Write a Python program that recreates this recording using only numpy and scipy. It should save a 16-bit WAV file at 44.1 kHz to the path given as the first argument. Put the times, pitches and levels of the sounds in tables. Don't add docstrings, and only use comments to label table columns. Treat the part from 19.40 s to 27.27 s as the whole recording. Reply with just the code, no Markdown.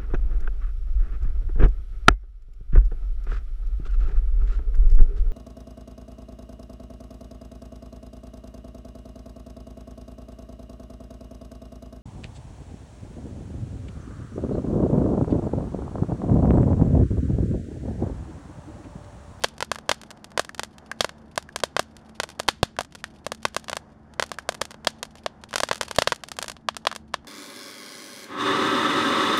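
import sys
import numpy as np
from scipy import signal
from scipy.fft import rfft, irfft, next_fast_len
from scipy.io import wavfile
from scipy.ndimage import map_coordinates

SR = 44100
rng = np.random.default_rng(int(sys.argv[2]) if len(sys.argv) > 2 else 0)


def dump(signal):
    limited = np.clip(np.atleast_2d(signal).T, -1, 1)
    pcm = np.round(limited * 32767).astype(np.int16)
    wavfile.write(sys.argv[1], SR, pcm)


N = 347062

# (time [s], relative level [dB])
FLAME_LEVEL = [(0, -57.5), (1.2, -57.5), (1.51, -55.5), (1.78, -57), (3.0, -58), (3.44, -64), (4.3, -59),
               (5.2, -56.5), (7.87, -60.5)]
# (frequency [Hz], gain [dB])
FLAME_SPECTRUM = [(100, -20.5), (350, -2.5), (750, 2), (1200, -6), (1700, -9.5), (2500, -24), (5000, -28),
                  (9000, -37), (16000, -51)]
# (time [s], relative level [dB])
SIZZLE_LEVEL = [(0, -62), (0.3, -76.5), (0.7, -71), (1.3, -81), (1.42, -65), (2.05, -68.5), (2.3, -77),
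                (2.9, -64), (3.5, -72), (3.75, -69), (4.4, -68), (4.64, -87), (4.97, -57), (5.4, -81.5),
                (5.6, -59.5), (6.05, -64), (6.6, -56.5), (7.25, -79)]
# (frequency [Hz], gain [dB])
SIZZLE_SPECTRUM = [(800, -17), (2500, 3), (4500, 2.5), (7000, -6.5), (10000, -7.5), (13000, -16.5),
                   (15000, -30), (17000, -34.5)]
# (frequency [Hz], level [dB])
HUM_LINES = [(74.3, -60), (148.6, -62), (198.5, -65.5), (209, -70.5), (219.5, -66), (222.8, -56.5)]
# (frequency [Hz], gain [dB])
RUMBLE_SPECTRUM = [(20, -9), (45, -0.5), (80, 4.5), (110, 0), (170, 0.5), (250, 0.5), (340, -2.5),
                   (700, -32.5), (3000, -73.5)]
# (time [s], energy [dB], centre [Hz], crack [dB])
OPEN_POPS = [(0.038, 3.5, 1110, 6), (0.0436, 11, 600, 3), (0.1813, -18.5, 700, 8), (0.206, -2.5, 980, -4),
             (0.2256, 3.5, 1060, -13), (0.3163, 5.5, 760, -0.5), (0.3479, -19, 1150, 4),
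              (0.3865, -12.5, 740, -0.5), (0.493, 9.5, 735, 3), (0.5149, 10, 835, -1),
             (0.6153, -17.5, 800, 13), (0.6351, -17, 860, -2), (0.706, -16, 720, 10),
             (0.7125, -15.5, 1150, -4), (0.774, -28.5, 1000, -12), (0.8444, -14, 2050, -10.5),
             (0.9054, -33, 1100, 4), (0.9178, -20.5, 600, -3), (0.9765, 6, 910, -4.5), (0.995, 9, 717, 3.5),
             (1.0485, -14, 820, 6), (1.1468, -14, 1355, 1), (1.1806, -20, 2010, -16), (1.195, 2, 1000, -7),
             (1.234, -3, 850, 5), (1.2473, -18.5, 1500, -2), (1.3832, -20, 1340, -5), (1.6072, 14, 560, 9),
             (1.6455, 5, 810, -6), (1.9589, -18, 1100, 8), (1.9776, 6.5, 730, -0.5), (2.1608, 1, 740, 8),
             (2.2022, -14, 1980, -17), (2.2364, 9.5, 624, 4.5), (2.366, 8, 870, -26),
             (2.3942, 8.5, 580, 5.5), (2.5671, -20.5, 1050, 6), (2.695, -26, 507, 2),
             (2.8008, 5.5, 1150, -10), (2.834, -3.5, 900, 5), (2.8386, -4.5, 880, -10),
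             (2.8904, -16, 900, 3), (2.902, -18, 1500, -3), (2.9944, -13.5, 1980, -13.5),
             (2.9993, 2.5, 626, 5.5), (3.081, -2, 695, 7), (3.0862, 15.5, 802, 0), (3.2302, 14.5, 265, 2),
             (3.3885, 5, 773, -9.5), (3.4083, -1.5, 670, 3), (3.4191, -20, 1380, 1),
             (3.4485, -21.5, 2600, -20), (3.524, -25, 1790, -18), (3.5507, -16, 920, 2),
             (3.5549, -15.5, 1220, -3.5), (3.8658, -1, 550, 2), (3.9197, 0, 700, 1),
             (4.0306, -20, 1600, -2), (4.0527, 9.5, 836, -6), (4.146, -12, 600, 14), (4.1654, 5.5, 730, 3),
             (4.2433, -19, 700, 10.5), (4.297, -2.5, 590, 8), (4.3162, -13, 1000, -14),
             (4.3307, 0.5, 910, -13), (4.3685, -1, 690, 5), (4.738, -25.5, 1900, -17), (4.7969, 7, 870, -8),
             (4.825, 4.5, 1180, -12), (4.838, -8.5, 910, -6), (4.8934, -25, 1300, 2),
             (4.9168, -2.5, 690, 0.5), (4.9427, -22, 730, 7), (5.0905, 6, 743, 2.5),
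             (5.1229, -13.5, 900, -3), (5.145, -16, 1100, -1), (5.1493, -13.5, 800, 7.5),
             (5.2128, -11, 1400, -5), (5.216, 5.5, 694, 5), (5.2534, -12, 1400, 1), (5.308, -15, 900, 5),
             (5.3165, -16.5, 1120, -3), (5.3433, -16.5, 750, -9.5), (5.4477, -11, 1020, -3.5),
             (5.471, 12.5, 660, 5.5), (5.6294, -1.5, 770, 10.5), (5.6334, -11.5, 900, -17),
             (5.6532, -18.5, 756, 7), (5.7548, -20.5, 690, 3), (6.038, -13, 1240, -12.5),
             (6.1096, -21, 800, 6.5), (6.1397, -1.5, 1050, -12.5), (6.1583, 6.5, 990, 2.5),
             (6.182, 0, 1310, -2.5), (6.203, 3.5, 800, 4), (6.2343, 9, 708, 3), (6.2885, -4, 1250, -12),
             (6.313, 9, 864, -29), (6.3301, -4, 1900, -16), (6.3462, -15, 2280, -7.5),
             (6.3576, -10, 1420, -2), (6.37, -22, 900, 12), (6.3797, -18.5, 2600, -6),
             (6.4116, 5.5, 1042, -3), (6.423, -12, 1340, -6), (6.432, -6.5, 910, 4),
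             (6.4824, -13.5, 700, 7), (6.512, -2, 756, 2), (6.5617, -7, 2690, -4.5),
             (6.5855, 16.5, 386, 6.5), (6.621, 9.5, 960, -3.5), (6.6741, 11.5, 780, -1),
             (6.7212, 6.5, 960, -19), (6.7275, -2.5, 1150, -12), (6.7602, -17.5, 1390, 10),
             (6.8367, -7.5, 1580, -11), (6.8861, -13.5, 1330, 3), (6.9174, -6, 1420, -2.5),
             (6.9677, -18, 770, 8), (6.9882, -0.5, 730, 6), (7.0167, -10.5, 1000, -3),
             (7.0263, -1.5, 1850, -3), (7.0434, -9, 670, 1), (7.061, -19, 960, 11), (7.082, -5.5, 2450, -8),
             (7.0983, -6.5, 720, 10), (7.1176, -13, 1220, 5), (7.367, -4.5, 1880, -7),
             (7.5513, -15, 1350, -1), (7.5618, -7, 710, 10.5)]
# (time [s], energy [dB], ring [Hz], damping [width/centre], bite [dB])
TUBE_POPS = [(0.3578, -9, 1350, 0.94, 0), (1.093, -9.5, 1720, 0.38, -12), (1.5153, -2, 1630, 0.34, -8),
             (1.6932, -9.5, 1480, 0.85, 5), (2.09, -16, 1730, 0.12, -9), (3.366, -19, 1610, 0.25, 3),
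             (3.6413, -1.5, 1670, 0.5, 2), (4.2837, -7, 1110, 0.98, 9), (4.9866, -3, 1480, 0.41, -5),
             (5.8623, 4, 660, 0.35, 13), (6.13, -7, 1390, 0.35, 5), (7.1668, -19, 907, 0.41, 19),
             (7.2868, 7, 1036, 0.53, 10), (7.3461, -19.5, 1200, 0.58, 10.5), (7.4526, -8, 757, 0.89, 7.5),
             (7.4697, 11, 1070, 0.86, 8.5), (7.5146, -5, 1264, 0.49, 5), (7.527, -8.5, 1210, 0.6, 4),
             (7.7375, -16.5, 1170, 0.53, 10), (7.7414, 5, 1050, 0.51, 9.5), (7.8473, -25.5, 990, 0.33, 0)]
# (centre [Hz], damping [width/centre])
BLAST_DAMPING = [(250, 1.54), (600, 1.33), (750, 1.5), (1100, 2.23), (2500, 4.8)]
# (centre [Hz], ground echo delay [ms])
GROUND_ECHO = [(300, 1.8), (700, 1.787), (900, 1.95), (1200, 1.997), (2000, 3.2)]
# (energy [dB], bite [dB])
BLAST_BITE = [(-20, 1.5), (9, 1.5), (10.5, 6.5)]
# (frequency [Hz], gain [dB])
NEAR_SPECTRUM = [(100, -5.5), (400, 2), (1300, -1.5), (2500, 1.5), (6000, -3), (15000, -2.5)]
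# (frequency [Hz], gain [dB])
FAR_SPECTRUM = [(100, -21), (600, -17.5), (1500, -3), (3500, -1.5), (7000, -0.5), (15000, -5)]
# (frequency [Hz], gain [dB])
MIC_SPECTRUM = [(100, 3.5), (250, 1.5), (400, -3.5), (700, 1.5), (1200, -1.5), (1650, 0), (2300, -6),
                (3200, -1.5), (4200, 0.5), (6000, 1), (9000, 1.5), (12000, -2.5), (15500, -8),
                (17000, -33.5)]
# (centre [Hz], width [Hz])
CAMERA_NOTCHES = [(3950, 190), (7900, 170)]


def amp(db):
    return 10 ** (np.asarray(db) / 20)


def unit_rms(x):
    return x / np.sqrt(np.mean(np.abs(x) ** 2) + 1e-20)


def lookup(rows, x):
    return np.interp(x, *np.transpose(rows))


def gain(points, hz):
    points_hz, db = np.transpose(points)
    return amp(np.interp(np.log(hz + 1), np.log(points_hz + 1), db))


def wobble(rate_hz):
    knots = rng.standard_normal(int(N * rate_hz / SR) + 4)
    return map_coordinates(knots, [np.arange(N) * rate_hz / SR])


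def filtered(x, response):
    size = 2 * next_fast_len(N // 2 + SR // 4)
    return irfft(rfft(x, size) * response(np.fft.rfftfreq(size, 1 / SR)), size)[:N]


def coloured(x, spectrum):
    return unit_rms(filtered(x, lambda hz: gain(spectrum, hz)))


def flame(gain_db=1, flutter_db=1.9):
    level_db = lookup(FLAME_LEVEL, np.arange(N) / SR) + flutter_db * wobble(rate_hz=9.1)
    return amp(level_db + gain_db) * coloured(rng.standard_normal(N), FLAME_SPECTRUM)


def grit(size, spread_db=4):
    return rng.standard_normal(size) * amp(spread_db * rng.standard_normal(size))


def sizzle(gain_db=2, rate_hz=34, spread_db=4, spurt_s=0.006, wash_s=0.019, rise_s=0.0007):
    starts = rng.random(N) < rate_hz / SR
    strengths = amp(spread_db * np.clip(rng.standard_normal(N), -2, 2))
    t = np.arange(SR // 10) / SR
    flare = (np.exp(-t / spurt_s) + 0.15 * np.exp(-t / wash_s)) * (1 - np.exp(-t / rise_s))
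    flares = unit_rms(signal.fftconvolve(starts * strengths, flare)[:N])
    level_db = lookup(SIZZLE_LEVEL, np.arange(N) / SR)
    return amp(level_db + gain_db) * coloured(flares * grit(N), SIZZLE_SPECTRUM)


def drone(rumble_db=-53, drift=0.0036, waver_db=2):
    clock_s = np.cumsum(1 + drift * wobble(rate_hz=5.5)) / SR
    hum = sum(amp(db + waver_db * wobble(rate_hz=3.1)) * np.sin(2 * np.pi * (hz * clock_s + rng.random()))
              for hz, db in HUM_LINES)
    rumble = amp(rumble_db) * coloured(rng.standard_normal(N), RUMBLE_SPECTRUM)
    return np.sqrt(2) * hum + rumble


def open_burst(time_s, db, centre_hz, crack_db):
    damping, echo_ms = lookup(BLAST_DAMPING, centre_hz), lookup(GROUND_ECHO, centre_hz)
    return time_s, db, centre_hz, damping, crack_db, lookup(BLAST_BITE, db), echo_ms


def crumbs(shed_above_db=-1, lag_s=0.029, energy_db=-23.5, spread_db=2, centre_hz=1410, spread_oct=0.5):
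    draws = rng.standard_normal((len(OPEN_POPS), 3))
    return [open_burst(time_s + lag_s * 2 ** (lag / 2), energy_db + spread_db * strength,
                       centre_hz * 2 ** (spread_oct * pitch), crack_db=5)
            for (time_s, db, *_), (lag, strength, pitch) in zip(OPEN_POPS, draws) if db > shed_above_db]


def tube_bursts(crack_db=-4.5, echo_ms=1.737):
    return [(time_s, db, ring_hz, damping, crack_db, bite_db, echo_ms)
            for time_s, db, ring_hz, damping, bite_db in TUBE_POPS]


def resonance(hz, centre_hz, width_hz):
    return 1j * hz * width_hz / (centre_hz ** 2 - hz ** 2 + 1j * hz * width_hz)


def blast(hz, centre_hz, damping, crack_db, bite_db, knee_hz=3000):
    swing = resonance(hz, centre_hz, centre_hz * damping)
    front = (1 + amp(crack_db) * 1j * hz / knee_hz) / (1 + 1j * hz / knee_hz)
    bite = 1 + (amp(bite_db) - 1) * resonance(hz, centre_hz=3530, width_hz=1900)
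    return unit_rms(swing * front * bite)


def minimum_phase(magnitude):
    cepstrum = irfft(np.log(magnitude))
    half = len(cepstrum) // 2
    cepstrum[1:half] *= 2
    cepstrum[half + 1:] = 0
    return np.exp(rfft(cepstrum))


def delay(hz, ms):
    return np.exp(-2j * np.pi * hz * ms / 1000)


def scatter(t, t60_s, rise_s):
    tail = grit(len(t)) * amp(-60 * t / t60_s) * (1 - np.exp(-(t / rise_s) ** 2))
    return rfft(tail / np.linalg.norm(tail))


def pops(size=8192):
    t, hz = np.arange(size) / SR, np.fft.rfftfreq(size, 1 / SR)
    near, far = amp(-6.5) * gain(NEAR_SPECTRUM, hz), amp(-17.5) * gain(FAR_SPECTRUM, hz)
    farthest = amp(-10.5) * far / (1 + (hz / 7000) ** 2)
    ground = 0.62 / (1 + 1j * hz / 7000)
    close_surface = 1 + 0.12 * delay(hz, ms=1.562)
    mic = minimum_phase(gain(MIC_SPECTRUM, hz))
    fade = np.clip(10 * (1 - t / t[-1]), 0, 1) ** 2
    bursts = tube_bursts() + [open_burst(*row) for row in OPEN_POPS] + crumbs()
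    out = np.zeros(N + size)
    for time_s, db, centre_hz, damping, crack_db, bite_db, echo_ms in bursts:
        paths = (1 + ground * delay(hz, echo_ms)) * close_surface
        paths += near * scatter(t, t60_s=0.016, rise_s=0.0016)
        paths += far * scatter(t, t60_s=0.087, rise_s=0.0062)
        paths += farthest * scatter(t, t60_s=0.32, rise_s=0.025)
        pop = irfft(blast(hz, centre_hz, damping, crack_db, bite_db) * paths * mic)
        out[round(time_s * SR):][:size] += amp(db) * fade * pop
    return out[:N]


def scene():
    return (sizzle() + flame() + drone() + pops())[None]


def record(dry, ceiling=0.99, cutoff_hz=16800):
    def response(hz):
        dips = np.prod([1 - resonance(hz, *notch) for notch in CAMERA_NOTCHES], axis=0)
        soft_top = gain([(10000, -0.5), (13000, -5.5), (16500, -9.5)], hz)
        return dips * soft_top / (1 + (hz / cutoff_hz) ** 200)

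    rounded = dry[0] / (1 + (dry[0] / ceiling) ** 4) ** (1 / 4)
    return filtered(rounded, response)[None]


dry = scene()
out = record(dry)
dump(out)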